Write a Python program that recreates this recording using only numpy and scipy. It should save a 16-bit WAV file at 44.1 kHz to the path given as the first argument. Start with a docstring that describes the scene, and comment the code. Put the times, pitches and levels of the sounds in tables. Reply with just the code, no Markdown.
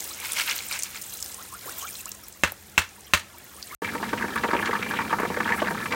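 """In a tiled yard, seeds are rinsed in a plastic colander under a garden hose: water patters as random drops,
wet seeds slide as dense scraping clicks, and gliding bubble notes gurgle. The flow thins to a drip and
picks up at the end; three slaps on the colander are blows with a ringing body and wall echoes.
After a short silence, indoors: salt is shaken over the seeds in showers of clicks while a big copper pot
heats towards the boil, its collapsing steam bubbles knocking the ringing wall, over a steady burner hiss."""
import sys
import numpy as np
from scipy import signal
from scipy.fft import rfft, irfft
from scipy.io import wavfile
from scipy.ndimage import uniform_filter1d

SR = 44100
rng = np.random.default_rng(int(sys.argv[2]) if len(sys.argv) > 2 else 0)


def persist_wave(psi):
    """Save psi, clipped to +-1, as 16-bit WAV."""
    counts = np.round(np.clip(psi, -1, 1) * 32767).astype(np.int16)
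    wavfile.write(sys.argv[1], SR, np.atleast_2d(counts).T)


N = 262395
TIME = np.arange(N) / SR
YARD_END_S, KITCHEN_START_S = 3.749, 3.819

# Strength of the simmer, swelling and easing. Each row: time in seconds, level in dB.
SIMMER = [(3.82, -38), (4.3, -38.5), (4.56, -31), (4.8, -36), (4.95, -33), (5.08, -36.5), (5.19, -35),
          (5.32, -37.5), (5.55, -33), (5.76, -35), (5.95, -36)]
# Tone of the bubbles collapsing in the pot. Each row: frequency in Hz, relative level in dB per Hz.
POT_TONE = [(60, -27), (200, 8.5), (330, 2), (650, -8.5), (1150, 3.5), (1750, 5.5), (2400, -2.5),
            (3100, -9), (4500, -13.5), (8000, -11), (16000, -55)]


def amp(db):
    """Decibels to gain."""
    return 10 ** (np.asarray(db) / 20)


def unit(x):
    """Scales to an rms of one."""
    return x / np.sqrt(np.mean(x ** 2) + 1e-20)


def read(points, hz):
    """A table's value, interpolated on a log-frequency axis."""
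    f, value = np.transpose(points)
    return np.interp(np.log(hz + 1), np.log(f + 1), value)


def level(rows, axis=1):
    """A dB column of a curve as gain at each sample."""
    rows = np.array(rows)
    return amp(np.interp(TIME, rows[:, 0], rows[:, axis]))


def add(mix, s, sound):
    """Mixes a sound in at time s."""
    part = mix[max(round(s * SR), 0):][:len(sound)]
    part += sound[:len(part)]


def colour(x, spectrum):
    """Filters a full-length sound by a spectrum in dB and scales it to rms one."""
    hz = np.fft.rfftfreq(N, 1 / SR)
    return unit(irfft(rfft(x) * amp(read(spectrum, hz)), N))


def pulse(db_of_hz, size=2048):
    """The sharpest causal (minimum-phase) click with a given spectrum, at energy one."""
    hz = abs(np.fft.fftfreq(size, 1 / SR)) + 1
    log_gain = np.log(amp(np.maximum(db_of_hz(hz), -90)))
    minimum_phase = np.exp(np.conj(signal.hilbert(log_gain)))
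    click = np.fft.ifft(minimum_phase).real[:size // 2]
    return click / np.linalg.norm(click)


def hump(hz, centre_hz, octaves):
    """A broad resonance, in dB."""
    return -20 * np.log10(1 + (np.log2(hz / centre_hz) / octaves) ** 2)


def patter(per_s, spread_db):
    """Random clicks of either sign, most small, a few large."""
    size = amp(spread_db * np.minimum(rng.exponential(1, N), 4))
    return size * rng.choice([-1, 1], N) * (rng.random(N) < per_s / SR)


def droplets(per_s, spread_db, low_hz, high_hz, cycles, count=32, size=1500):
    """A shower of tiny drops or bubbles, each swelling and ringing for a few cycles at one of many pitches."""
    t, out = np.arange(size) / SR, np.zeros(N)
    for hz in np.geomspace(low_hz, high_hz, count):
        age = t * hz / cycles
        grain = hz * np.sqrt(age) * np.exp(-age) * np.sin(2 * np.pi * hz * t)
        out += signal.oaconvolve(patter(per_s / count, spread_db), grain)[:N]
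    return out


def scatter(decay_s, share_db, rise_s=0, size=4096):
    """A blow, then a clatter of reflections that builds up and quickly dies; share_db is clatter over blow."""
    t = np.arange(size) / SR
    tail = rng.standard_normal(size) * np.exp(-t / decay_s) * (1 - np.exp(-t / (rise_s + 1 / SR)))
    tail *= amp(share_db) / np.linalg.norm(tail)
    tail[0] = 1
    return tail


def blow(click, decay_s, share_db, rise_s=0):
    """A click and its clatter, at rms one when its energy is spread over 20 ms."""
    sound = signal.fftconvolve(click, scatter(decay_s, share_db, rise_s))
    return sound / np.linalg.norm(sound) * np.sqrt(.02 * SR)


def ring(modes, size=16384):
    """Damped sines of a struck body, from rows of (Hz, dB, t60 in seconds)."""
    t = np.arange(size) / SR
    return sum(amp(db - 60 * t / t60) * np.sin(2 * np.pi * hz * t) for hz, db, t60 in modes)


def echo(x, t60s, size=16384):
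    """Diffuse reflections at energy one, each band of noise dying at its own speed."""
    hz, t, bands = signal.stft(rng.standard_normal(size), SR, nperseg=256)
    decay = amp(-60 * t / read(t60s, hz)[:, None])
    tail = signal.istft(bands * decay, SR, nperseg=256)[1]
    tail *= np.minimum(np.arange(len(tail)) / SR / 0.0021, 1) ** 2  # fades in over 2.1 ms
    return signal.fftconvolve(x, tail / np.linalg.norm(tail))[:N]


def swells(rows, stretch=1, peak=0.6):
    """Smooth rises and falls of gain from rows of (s at the height, dB, length s); peak is the rising share."""
    out = np.zeros(N)
    for s, db, length in rows:
        span = stretch * length
        phase = np.interp(TIME, [s - peak * span, s, s + (1 - peak) * span], [0, np.pi / 2, 0])
        out += amp(db) * np.sin(phase) ** 2
    return out


def air():
    """Quiet outdoor air as coloured noise, with a distant wavering hum of noise through narrow resonances."""
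    # Tone of the yard air. Each row: frequency in Hz, relative level in dB per Hz.
    air_tone = [(25, -17), (50, 9.5), (80, 9), (130, 4), (210, -9), (330, 0), (600, -7), (1000, -13),
                (1800, -6), (3300, -13), (7000, -8), (16000, -18)]
    # Distant hum. Each row: frequency in Hz, width in Hz, level in dB.
    hum_bands = [(84.6, 8, -68.5), (202, 30, -62)]
    hz = np.fft.rfftfreq(N, 1 / SR)
    hum = np.zeros(N)
    for centre_hz, width_hz, db in hum_bands:
        resonance = 1 + (2 * (hz - centre_hz) / width_hz) ** 2
        hum += amp(db) * unit(irfft(rfft(rng.standard_normal(N)) / resonance, N))
    return amp(-52.5) * colour(rng.standard_normal(N), air_tone) + hum


def water():
    """Water on seeds and tiles: mist, ticking drops and stray drops over a duller splash, on one flow curve."""
    # The flow as it thins and returns. Each row: time in seconds, spray level in dB, splash level in dB.
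    flow = [(0, -33.5, -43.5), (.17, -40.5, -50.5), (.32, -33, -47.5), (.8, -39, -52), (.92, -42.5, -54),
            (1.12, -38.5, -50.5), (1.38, -41, -51), (1.6, -45.5, -53), (1.65, -38.5, -47),
            (1.73, -40.5, -45.5), (1.8, -34, -47), (1.87, -40.5, -50), (1.99, -38, -54),
            (2.04, -45.5, -52.5), (2.4, -51, -57.5), (3.3, -54.5, -54), (3.66, -44.5, -51.5),
            (3.74, -43, -47.5)]
    # Tone of the bright spray. Each row: frequency in Hz, filter level in dB.
    spray_tone = [(1500, -12), (3500, -6), (5200, -7.5), (6900, -3.5), (9000, -4.5), (12000, -8),
                  (14500, -2.5), (16000, -6)]
    # Tone of the dull splash. Each row: frequency in Hz, filter level in dB.
    splash_tone = [(100, -30), (220, 8), (450, 6.5), (1000, 6.5), (2300, 5.5), (4000, -3.5), (8000, -19)]
    mist = colour(patter(per_s=9000, spread_db=3), spray_tone)

    ticks = droplets(per_s=600, spread_db=4.2, low_hz=3000, high_hz=15500, cycles=2)
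    ticks = signal.fftconvolve(ticks, scatter(decay_s=0.0027, share_db=7))[:N]
    ticks = colour(ticks, spray_tone)

    strays = droplets(per_s=22, spread_db=5.0, low_hz=5920, high_hz=14500, cycles=0.68)
    strays = signal.fftconvolve(strays, scatter(decay_s=0.003, share_db=9))[:N]
    strays = colour(strays, spray_tone)

    splash = droplets(per_s=1300, spread_db=2.5, low_hz=245.3, high_hz=4976, cycles=5.4)
    splash = colour(splash, splash_tone)
    spray = unit(mist + amp(1) * ticks + amp(-3) * strays)
    return level(flow) * spray + level(flow, axis=2) * splash


def seeds():
    """Thousands of husks scrape past one another in each slide, the larger ones catching with a short crunch."""
    # The wet heap slides as the colander tips. Each row: height of the slide in seconds, level in dB,
    # length in seconds.
    slide_rows = [(.25, -32.5, 0.072), (.396, -23, .11), (.503, -25, 0.1), (.59, -44, .06),
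                  (.742, -30, .12), (.85, -39, 0.06), (.962, -36.5, 0.085)]
    # Tone of the husks. Each row: frequency in Hz, filter level in dB.
    husk_tone = [(120, -70), (200, -52), (482, -18), (569, -9.5), (709, -19), (950, -6), (1060, -12.5),
                 (1500, -4), (1910, -7), (2170, 0), (3430, -7.5), (7410, -11.5), (16000, -22)]
    scrape = patter(per_s=8000, spread_db=2.4)
    crunch = droplets(per_s=700, spread_db=2.5, low_hz=900, high_hz=9000, cycles=2)
    sliding = swells(slide_rows, peak=0.51)
    # loose seeds stir around each slide, softer and longer
    stirring = amp(-19) * swells(slide_rows, stretch=6.6)
    texture = unit(colour(scrape, husk_tone) + amp(2.0) * colour(crunch, husk_tone))
    return np.hypot(sliding, stirring) * texture


def drops():
    """Large drops burst on plastic and tile with a short bright snap: a resonant click and its clatter."""
    # The largest drops. 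Each row: start in seconds, peak level in dB, centre frequency in Hz.
    drop_rows = [(.005, -19, 6450), (0.0916, -26.5, 7800), (0.32, -15, 8550), (0.333, -14.5, 9000),
                 (.476, -17.5, 2940), (.589, -19.5, 3800), (0.7262, -18.5, 4800), (.7907, -17, 8500),
                 (.834, -12.5, 7300), (1.0192, -25, 7700), (1.2258, -14.5, 6660), (1.261, -21, 7100),
                 (1.344, -19.5, 7400), (1.953, -26, 4160), (2.0565, -19, 7160), (2.1168, -22, 6350),
                 (2.2838, -23.5, 14700), (2.52, -19, 12500), (2.521, -30.5, 696), (3.384, -31, 13000),
                 (3.627, -21, 4700)]
    out = np.zeros(N)
    for s, db, hz in drop_rows:
        burst = scatter(decay_s=.002, share_db=16)
        snap = signal.fftconvolve(pulse(lambda f: hump(f, hz, octaves=0.39)), burst)
        add(out, s, amp(db) * snap / abs(snap).max())
    return out


def bubble(start_hz, glide, length):
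    """A bubble's note glides faster and faster as it nears the surface; the churning water roughens it."""
    wobble_depth, flutter_depth = .045, .35  # rms shares of pitch and of loudness
    u = np.arange(0, 1, 1 / (length * SR))
    slow_noise = uniform_filter1d(rng.standard_normal((2, SR)), size=60)
    wobble, flutter = unit(slow_noise)[:, :len(u)]
    hz = start_hz * glide ** (u ** 1.39) * (1 + wobble_depth * wobble)
    swell = signal.windows.tukey(len(u), .5) * (1 + flutter_depth * flutter)
    return swell * np.sin(2 * np.pi * np.cumsum(hz) / SR)


def bubbles():
    """Air glugs in the hose mouth, one gulp falls in pitch, and small bubbles plink in the puddle."""
    # Glugs, all on the same rising note. Each row: start in seconds, level in dB, length in seconds.
    glug_rows = [(0.099, -44.5, 0.028), (1.376, -41.5, 0.047), (1.516, -38, 0.05), (1.67, -37, 0.033),
                 (1.816, -36.5, 0.05), (2.055, -39.5, 0.0246), (3.57, -48.5, 0.026), (3.709, -40, 0.045)]
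    # Small bubbles in the puddle. Each row: start in seconds, level in dB, starting pitch in Hz.
    plink_rows = [(1.805, -40.5, 2970), (1.862, -42, 3300), (1.872, -41, 2320), (1.987, -42, 2620),
                  (2.076, -43.5, 2700), (2.232, -45.5, 5450), (2.976, -49, 950), (3.041, -49, 5500),
                  (3.064, -47, 3120), (3.338, -46, 924), (3.624, -44.5, 4520), (3.7, -40.5, 2180)]
    out = np.zeros(N)
    # glide is end pitch over start pitch
    for s, db, length in glug_rows:
        add(out, s, amp(db) * bubble(start_hz=984, glide=1.62, length=length))
    # one low, falling gulp as the flow breaks
    add(out, 1.654, amp(-41.5) * bubble(start_hz=724, glide=0.35, length=0.0226))
    for s, db, hz in plink_rows:
        add(out, s, amp(db) * bubble(hz, glide=1.06, length=.023))
    return out


def slaps():
    """A sharp smack with the seeds rattling, the thud of the loaded plastic, and the smack's echoes."""
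    # Slaps on the colander. Each row: start in seconds, level in dB (smack energy spread over 20 ms),
    # treble tilt in dB per octave.
    slap_rows = [(2.4356, -18.5, 0.1), (2.7786, -17.5, 1.5), (3.136, -16.5, 2)]
    # Tone of the smack. Each row: frequency in Hz, relative level in dB per Hz.
    smack_tone = [(30, -32), (150, -8), (250, -12.5), (450, -7), (750, -8), (1150, 0), (1650, 1),
                  (2100, -1), (2650, -6), (3300, -5), (5000, -14), (7500, -14.5), (11000, -25),
                  (16000, -24.5)]
    # Ring of the loaded plastic. Each row: frequency in Hz, relative level in dB, t60 in seconds.
    plastic_modes = [(87, -9, 0.18), (187, -9.5, 0.076), (347, -3.5, 0.018), (593, -11, 0.082),
                     (1127, 1.5, 0.029), (1330, -13, 0.07), (1720, -15.5, 0.11), (1840, -24, 0.16),
                     (2670, 5, 0.032), (2700, -5, 0.042), (3950, -7.5, 0.04)]
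    # Echoes from the floor and walls of the yard. Each row: delay in seconds, relative level in dB.
    wall_rows = [(0.0108, -8), (.026, -19.5), (.038, -17), (0.06, -23.5)]
    out, body = np.zeros(N), ring(plastic_modes)
    for s, db, tilt_db in slap_rows:
        click = pulse(lambda f: read(smack_tone, f) + tilt_db * np.log2(f / 2000))
        add(out, s, amp(db) * blow(click, decay_s=0.0084, share_db=12.5))
        add(out, s, amp(db) * body)
        for delay, wall_db in wall_rows:
            add(out, s + delay, amp(db + wall_db) * blow(click, decay_s=0.01, share_db=11.5))
    return out


def burner():
    """The flame's low flutter and fine, slightly grainy hiss from dense clicks; it sets the pot droning."""
    # Tone of the flame. Each row: frequency in Hz, relative level in dB per Hz.
    flame_tone = [(25, -22), (60, -2.5), (95, 1.5), (140, -2), (210, 9), (300, 2), (600, -6.5),
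                  (1500, -19.5), (4000, -15.5), (9000, -20), (11000, -23.5), (16000, -21.5)]
    flame = colour(patter(per_s=9000, spread_db=2.5), flame_tone)
    drone = unit(signal.fftconvolve(flame, ring([(237.0, 0, 0.1)]))[:N])
    return amp(-36.5) * flame + amp(-52) * drone


def simmer(count=28):
    """Countless small collapses, each a short round blip at one of many pitches."""
    small = np.zeros(N)
    for hz in np.geomspace(300, 4000, count):
        cavity = pulse(lambda f: hump(f, hz, octaves=.25))
        blip = blow(cavity, decay_s=.0035, share_db=13, rise_s=.002)
        small += signal.oaconvolve(patter(per_s=10, spread_db=2.5), blip)[:N] * hz ** .75
    return level(SIMMER) * colour(small, POT_TONE)


def knock(db, hz):
    """One steam bubble collapses: the stronger it is, the narrower its band and the clearer its pitch."""
    # 0.41 octaves at -20.5 dB, twice as wide for each 2.5 dB weaker, up to 0.84
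    octaves = min(0.41 * 2 ** ((-20.5 - db) / 2.5), 0.84)
    click = pulse(lambda f: read(POT_TONE, f) + hump(f, hz, octaves))
    # the cavity rebounds for a few cycles at its own pitch
    rebound = ring([(hz, 0, .016)], size=1024)
    click = click + amp(-10) * rebound / np.linalg.norm(rebound)
    # the water cushions the onset of the pot's brief clatter
    return amp(db) * blow(click, decay_s=0.0072, share_db=10.5, rise_s=.0007)


def lesser_knocks(count=80):
    """Rows of (s, dB, Hz) for further collapses at uneven intervals, their levels following the simmer."""
    per_s, spread_db = 22, 2.7
    typical_hz, spread_octaves = 1450, 0.8
    late, strength, pitch = rng.standard_normal((count, 3)).clip(-2, 2).T
    times = KITCHEN_START_S + (np.arange(count) + 1 + .4 * late) / per_s
    dbs = np.interp(times, *np.transpose(SIMMER)) + spread_db * strength
    return list(zip(times, dbs, typical_hz * 2 ** (spread_octaves * pitch)))


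def pot():
    """Steam bubbles collapse on the hot base: big ones thud, small ones tick, all ring the copper."""
    # The largest collapses. Each row: start in seconds, level in dB, centre frequency in Hz.
    knock_rows = [(3.821, -33, 670), (3.845, -29, 2300), (3.951, -30, 690), (4.028, -30, 684),
                  (4.13, -25, 674), (4.175, -33.5, 2500), (4.209, -32.5, 1050), (4.223, -26, 1680),
                  (4.241, -32, 536), (4.359, -25.5, 1600), (4.376, -28, 1800), (4.436, -25, 1090),
                  (4.443, -26, 537), (4.487, -30.5, 736), (4.511, -29.5, 1430), (4.532, -23, 685),
                  (4.548, -25.5, 640), (4.627, -29, 1230), (4.659, -32, 1610), (4.673, -27.5, 1840),
                  (4.71, -29, 2070), (4.73, -25.5, 920), (4.752, -25.5, 1260), (4.826, -27, 2330),
                  (4.91, -27.5, 1720), (4.936, -29, 1050), (4.989, -25.5, 1100), (5.109, -32, 990),
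                  (5.128, -22, 940), (5.186, -28, 784), (5.199, -27.5, 700), (5.231, -27, 620),
                  (5.251, -28.5, 1030), (5.302, -31, 573), (5.37, -29.5, 626), (5.403, -23.5, 890),
                  (5.457, -28, 1180), (5.476, -26, 1820), (5.49, -25, 1590), (5.503, -27, 1030),
                  (5.521, -21, 1830), (5.619, -23, 675), (5.671, -27.5, 1880), (5.708, -29, 805),
                  (5.857, -30.5, 1090), (5.922, -26.5, 2320), (5.935, -27.5, 990)]
    # Ring of the copper wall. Each row: frequency in Hz, relative level in dB, t60 in seconds.
    copper_modes = [(225.3, -10, 0.34), (494.6, 4.5, 0.2), (806, -32, .12), (945, 6.5, 0.13),
                    (1110, 3.5, 0.018), (1188, 7.5, 0.029), (1320, -2.5, 0.096), (1755, -3.5, 0.073),
                    (1946, -30.5, 0.051), (2350, -5.5, 0.4), (3100, -41, .1), (4460, -33, .1)]
    blows = simmer()
    for s, db, hz in knock_rows + lesser_knocks():
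        add(blows, s, knock(db, hz))
    wall = unit(signal.fftconvolve(blows, ring(copper_modes))[:N]) * np.std(blows)
    room = echo(blows, [(200, 0.67), (4000, 0.062)])  # (Hz, t60 in seconds)
    return blows + amp(-5.5) * wall + amp(-19) * room


def salt():
    """Each shake drops a short shower of fine crystals, as bright clicks, over a thin steady trickle."""
    # Salt landing on the seeds. Each row: height of the shower in seconds, level in dB, length in seconds.
    shake_rows = [(3.946, -46, .025), (4.361, -39, 0.016), (4.618, -47, 0.055), (4.899, -44, .04),
                  (5.205, -42, 0.013), (5.579, -44, .073), (5.71, -44, 0.045), (5.855, -51, 0.12)]
    crystals = patter(per_s=3800, spread_db=1.5)
    showers = swells(shake_rows) + amp(-54.5)  # the constant is the trickle
    # tone: (Hz, dB per Hz)
    return showers * colour(crystals, [(1500, -13), (4000, -20), (8500, 2.5), (11500, 3.5), (15000, -2)])


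def scene():
    """First the yard with its diffuse echo, a short silence, then the kitchen."""
    # Echo of the tiled yard. Each row: frequency in Hz, t60 in seconds.
    yard_t60s = [(100, 0.049), (600, 0.24), (1700, 0.24), (3000, 0.24), (5000, 0.26), (14000, 0.07)]
    near = water() + seeds() + drops() + bubbles()
    hits = slaps()
    yard = near + amp(-15.5) * echo(near, yard_t60s)
    yard += hits + amp(-15.5) * echo(hits, yard_t60s) + air()
    kitchen = pot() + burner() + salt()
    return (yard * (TIME < YARD_END_S) + kitchen * (TIME > KITCHEN_START_S))[None]


def record(dry):
    """The microphone sheds bass below 54 Hz, peaks clip at full scale; then a 16 kHz band limit."""
    lean = signal.sosfilt(signal.butter(4, 54, "high", fs=SR, output="sos"), dry)
    low_pass = signal.firwin(511, 16000, window=("kaiser", 9), fs=SR)
    return signal.oaconvolve(np.clip(lean, -1, 1), low_pass[None], "same")


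dry = scene()
out = record(dry)
persist_wave(out)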